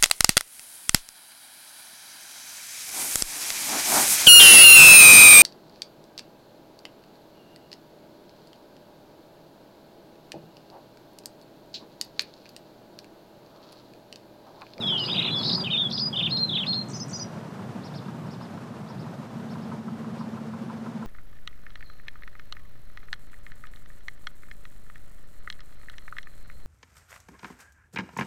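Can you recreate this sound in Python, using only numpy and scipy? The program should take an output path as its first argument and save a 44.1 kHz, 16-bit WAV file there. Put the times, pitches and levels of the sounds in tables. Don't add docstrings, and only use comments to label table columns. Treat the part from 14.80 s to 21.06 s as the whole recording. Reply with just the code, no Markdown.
import sys
import numpy as np
from scipy import signal
from scipy.fft import rfft, irfft
from scipy.io import wavfile
from scipy.ndimage import uniform_filter1d

SR = 44100
rng = np.random.default_rng(int(sys.argv[2]) if len(sys.argv) > 2 else 0)


def output_pcm(signal):
    pcm = np.clip(np.atleast_2d(signal).T, -1, 1) * 32767
    wavfile.write(sys.argv[1], SR, np.round(pcm).astype(np.int16))


N = 276066
T = np.arange(N) / SR


def songbird(direct_db=-1, echo_db=-0.15, echo_s=.0645, leaves_hz=6900):
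    voice = whistles() + warbles() + twitters()
    echo = np.zeros(N)
    add(echo, echo_s, signal.sosfilt(signal.butter(10, leaves_hz, fs=SR, output="sos"), voice))
    paths = undb(direct_db) * voice, undb(echo_db) * echo
    both = sum(path + scatter(path, t60=.11, db=-5) for path in paths)
    return both + scatter(both, t60=0.91, db=-23.0)


def whistles():
    # start_s, length_s, from_hz, to_hz, scoop_hz, from_db, to_db
    notes = [ (0, 0.047, 4000, 3166, 1, -34.5, -29), (0, 0.051, 5250, 5070, 0, -41, -47),
             (.004, .036, 2970, 2170, -2, -45, -38), (.032, .15, 3508, 2805, 0, -26.5, -27),
             (.191, .103, 5090, 4730, 1160, -28.5, -37), (0.288, .05, 3100, 3930, 301, -34.5, -24),
             (0.363, .04, 3600, 3850, 401, -35, -30), (0.429, 0.05, 4070, 3980, 1618, -32, -31),
             (0.472, .085, 3490, 3330, -170, -24, -34.5), (0.547, 0.029, 5130, 5230, 2, -37, -31),
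             (0.679, .088, 5060, 4690, -1, -25, -31.5), (0.732, 0.021, 4500, 3060, 1, -34, -39.5),
             (0.834, 0.026, 3820, 3770, 689, -28, -30.5), (.897, 0.12, 3816, 3288, 1100, -25, -28),
             (1.137, 0.087, 4946, 4905, -340, -20.5, -25), (1.493, 0.044, 5370, 5040, 941, -32, -44),
             (1.503, 0.0907, 4277, 4127, 721, -24.5, -24.5), (1.852, .044, 5230, 4990, 940, -41, -38),
             (1.861, 0.096, 4294, 4180, 948, -25, -30.5)]
    out = np.zeros(N)
    for start_s, length_s, from_hz, to_hz, scoop_hz, from_db, to_db in notes:
        hz = scooped(length_s, from_hz, to_hz, scoop_hz)
        add(out, start_s, throat(hz, np.linspace(from_db, to_db, len(hz)), edge_s=0.007))
    return out


def warbles(uneven=0.193, stagger_cycles=0.0455, narrowing=0.27, downstroke_db=2, drop_s=0.00986):
    # start_s, length_s, from_hz, to_hz, swing_hz, cycles,
    # quickening (1 = even), drop_hz, from_db, to_db
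    notes = [ (.17, 0.033, 4210, 4800, 1090, 2.36, 0.84, 0, -34.5, -32.5),
             (.271, .045, 2730, 3260, 666, 3.05, 0.9, 0, -29.5, -30),
             (.338, 0.091, 3350, 2454, 695, 4.6, 1.1, 2, -29, -26),
             (0.568, 0.053, 5200, 3990, 460, 2.6, 0.94, 0, -31.5, -28),
             (.626, 0.077, 4260, 4980, 790, 4.25, 1, 0, -25.5, -24.5),
             (.843, 0.055, 3296, 2280, 189, 2, .72, 2, -26, -26.5),
             (1.097, .047, 4520, 4880, 980, 2.85, .74, 1, -33, -22.5),
             (1.326, 0.091, 3137, 3450, 334, 3.02, 1.46, 1191, -30, -23),
             (1.678, 0.11, 3827, 2970, 258, 2.78, 1.24, 1391, -28.5, -29.5)]
    out = np.zeros(N)
    for start_s, length_s, from_hz, to_hz, swing_hz, cycles, quickening, drop_hz, from_db, to_db in notes:
        n = int(length_s * SR)
        progress = np.linspace(0, 1, n)
        phase = 2 * np.pi * (cycles * progress ** quickening + stagger_cycles * walk(150, n))
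        swing = swing_hz * np.cos(phase) * (1 - narrowing * progress) * (1 + uneven * walk(120, n))
        fall = np.exp(-((1 - progress) * length_s / drop_s) ** 2)
        hz = np.linspace(from_hz, to_hz, n) + (1 - fall) * swing - fall * drop_hz
        level_db = np.linspace(from_db, to_db, n) + downstroke_db * np.sin(phase)
        add(out, start_s, throat(hz, level_db, edge_s=0.0039))
    return out


def twitters(flick_rate_hz=56, flicks_s=0.047, base_hz=5600, rise_hz=3450, shrink=0.76, tip_db=-10,
             pair_delay_s=0.044, pair_s=0.053, sag_hz=600):
    # start_s, upper_hz, lower_hz, flicks_db, pair_db
    bursts = [(2.083, 6210, 5260, -43.5, -39.5), (2.279, 6090, 5100, -44, -36.5)]
    out = np.zeros(N)
    t = np.arange(int(flicks_s * SR)) / SR
    lift = np.sin(np.pi * flick_rate_hz * t) ** 2 * (1 - shrink * (t / flicks_s) ** 2)
    for start_s, upper_hz, lower_hz, flicks_db, pair_db in bursts:
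        flicks = syrinx(base_hz + rise_hz * lift) * fade(len(t), edge_s=0.0039)
        add(out, start_s, flicks * undb(flicks_db + tip_db * lift))
        lower = scooped(pair_s, lower_hz, lower_hz, scoop_hz=900)
        sag = sag_hz * np.linspace(0, 1, len(lower)) ** 2
        pair = syrinx(upper_hz - sag) + syrinx(lower - sag / 2)
        add(out, start_s + pair_delay_s, undb(pair_db) * pair * fade(len(pair), edge_s=0.014))
    return out


def syrinx(hz, waver=0.0062, flutter_db=0.66, overtone_db=-56, rasp=0.36, fast_hz_per_s=90000):
    n = len(hz)
    phase = 2 * np.pi * np.cumsum(hz * (1 + waver * walk(400, n))) / SR
    sweep_hz_per_s = uniform_filter1d(np.abs(np.gradient(hz)) * SR, SR // 100)
    roughness = rasp * np.minimum(sweep_hz_per_s / fast_hz_per_s, 1)
    grit = walk(1500, n) * np.sin(phase) + walk(1500, n) * np.cos(phase)
    tone = np.sin(phase) + undb(overtone_db) * np.sin(2 * phase) + roughness * grit / np.sqrt(2)
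    return np.sqrt(2 / (1 + roughness ** 2)) * tone * undb(flutter_db * walk(250, n))


def throat(hz, level_db, edge_s, resonance_hz=3600, octave_off_db=-22.5, onset_db=-7, onset_s=.013):
    swell_db = onset_db * np.exp(-np.arange(len(hz)) / SR / onset_s)
    response_db = octave_off_db * np.log2(hz / resonance_hz) ** 2
    return syrinx(hz) * fade(len(hz), edge_s) * undb(level_db + swell_db + response_db)


def scooped(length_s, from_hz, to_hz, scoop_hz, scoop_s=.0105):
    t = np.arange(int(length_s * SR)) / SR
    return np.linspace(from_hz, to_hz, len(t)) - scoop_hz * np.exp(-(t / scoop_s) ** 2)


def rolling(shake_db=.7, grain_db=0.93):
    # time_s, level_db
    rumble_levels = [(0, -36.5), (.5, -36), (.77, -31.5), (.92, -38), (1.45, -35), (1.8, -35),
                     (2.75, -39.5), (3.2, -37), (3.85, -39), (4.35, -37.5), (4.8, -37), (5.1, -40),
                     (6.26, -40.5)]
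    hiss_levels = [(0, -40.5), (.83, -39.5), (.9, -43.5), (2.3, -44), (4, -44.5), (6.26, -44.5)]
    # frequency_hz, relative_density_db
    rumble_spectrum = [(30, -32.5), (62, -27.5), (76, -32), (88, -13.5), (100, -6), (150, 0), (195, -0.5),
                       (240, -6.5), (290, -12), (400, -20.5), (700, -54.5)]
    hiss_spectrum = [(70, -29), (250, -0.5), (400, 1), (650, 0.5), (1050, -3), (1500, -8), (2100, -15),
                     (3200, -19), (5000, -23), (8000, -29.5), (12000, -36.5), (16000, -47)]
    rumble_db, = curves(rumble_levels)
    hiss_db, = curves(hiss_levels)
    rumble = noise(rumble_spectrum) * undb(rumble_db + shake_db * walk(20))
    hiss = noise(hiss_spectrum) * undb(hiss_db + grain_db * walk(60))
    return rumble + hiss


def drive_hum(turn_hz=14.7, start_turn=.5):
    # harmonic_number, relative_db
    harmonics = [(10, -16), (14, -24), (15, -1.5), (16, -5), (17, -16.5), (18, -22.5), (30, -26),
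                 (31, -24.5)]
    # time_s, gain_db
    load = [(0, -44.5), (2.5, -48.5), (4.1, -44), (4.55, -41.5), (4.75, -36), (5.5, -35), (6.26, -33.5)]
    load_db, = curves(load)
    turns = start_turn + np.cumsum(turn_hz * (1 + 0.002 * walk(5))) / SR
    tones = sum(undb(db) * np.cos(2 * np.pi * k * turns) for k, db in harmonics)
    return tones * undb(load_db)


def drive_whine(waver=.01):
    # time_s, pitch_hz, level_db
    course = [(0, 382, -42.5), (.3, 364, -44), (.55, 367, -45.5), (.8, 378.6, -40), (.92, 374, -57)]
    pitch_hz, level_db = curves(course)
    phase = 2 * np.pi * np.cumsum(pitch_hz * (1 + waver * walk(40))) / SR
    return np.sin(phase) * undb(level_db)


def knocks(period_s=.1635, contact_s=0.0019, accent_db=3, force_db=0.2, spread_db=2, detune=.015):
    # frequency_hz, relative_db, t60_s
    frame_modes = [(914, -9, 0.18), (1005, 2, 0.047), (1180, -8.5, 0.042), (1317, -2.5, 0.046),
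                   (1550, -8, 0.044)]
    # start_s, end_s, unaccented_db
    spells = [(0.122, .85, -42), (2.628, 3.3, -47), (3.447, 4.5, -46), (4.754, 6.25, -41.5)]
    out = np.zeros(N)
    t = np.arange(SR // 10) / SR
    hz, mode_db, t60 = np.transpose(frame_modes)[:, :, None]
    for start_s, end_s, level_db in spells:
        for beat, time_s in enumerate(np.arange(start_s, end_s, period_s)):
            size, pitch, phase = rng.standard_normal((3, len(hz), 1))
            decay = undb(mode_db + spread_db * size - 60 * t / t60)
            modes = decay * np.sin(2 * np.pi * (hz * (1 + detune * pitch) * t + phase))
            knock = modes.sum(0) * (1 - np.exp(-t / contact_s))
            accented = beat % 3 == 1
            force = undb(level_db + accent_db * accented + force_db * rng.standard_normal())
            add(out, time_s, force * knock / np.std(knock[:SR // 100]))
    return out


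def far_bird(chirp_s=.066, sag=.36, lower_ratio=.9, lower_db=-2, waver=0.0167):
    # time_s, pitch_hz, gain_db
    chirps = [(3.057, 5700, -51), (3.165, 5360, -48), (3.272, 4440, -60), (3.47, 5550, -64),
              (3.523, 5680, -53), (3.633, 5450, -55), (4.1, 5640, -55.5), (4.207, 5350, -55.5),
              (4.717, 5480, -55.5), (4.832, 5290, -58), (5.406, 5550, -57.5)]
    out = np.zeros(N)
    position = np.linspace(-1, 1, int(chirp_s * SR))
    for time_s, pitch_hz, gain_db in chirps:
        arch = pitch_hz * (1 - sag * np.sin(np.pi / 2 * position) ** 2)
        chirp = syrinx(arch, waver) + undb(lower_db) * syrinx(lower_ratio * arch, waver)
        add(out, time_s - chirp_s / 2, undb(gain_db) * fade(len(arch), edge_s=0.013) * chirp / 2)
    return out + scatter(out, t60=0.058, db=-4.5) + scatter(out, t60=0.5, db=-4.5)


def scatter(x, t60, db):
    t = np.arange(SR) / SR
    response = rng.standard_normal(SR) * np.exp(-np.log(1000) * t / t60)
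    return undb(db) * signal.fftconvolve(x, response / np.linalg.norm(response))[:N]


def noise(spectrum):
    hz, db = np.transpose(spectrum)
    bins_hz = np.maximum(np.fft.rfftfreq(N, 1 / SR), 1)
    gain = undb(np.interp(np.log(bins_hz), np.log(hz), db))
    shaped = irfft(rfft(rng.standard_normal(N)) * gain, N)
    return shaped / np.sqrt(np.mean(shaped ** 2))


def walk(rate_hz, size=N):
    k = max(int(SR / rate_hz), 2)
    steps = np.repeat(rng.standard_normal(size // k + 2), k)
    return 1.265 * uniform_filter1d(uniform_filter1d(steps, k), k)[:size]


def curves(rows):
    time_s, *columns = np.transpose(rows)
    return [np.interp(T, time_s, column) for column in columns]


def fade(n, edge_s):
    return signal.windows.tukey(n, min(2 * edge_s * SR / n, 1))


def undb(db):
    return 10 ** (np.asarray(db) / 20)


def add(out, start_s, sound):
    i = int(np.clip(start_s * SR, 0, N - 1))
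    out[i:i + len(sound)] += sound[:N - i]


def scene():
    return (songbird() + far_bird() + rolling() + drive_hum() + drive_whine() + knocks())[None]


def record(dry, top_hz=15450):
    return signal.sosfilt(signal.ellip(12, .1, 70, top_hz, fs=SR, output="sos"), dry)


dry = scene()
out = record(dry)
output_pcm(out)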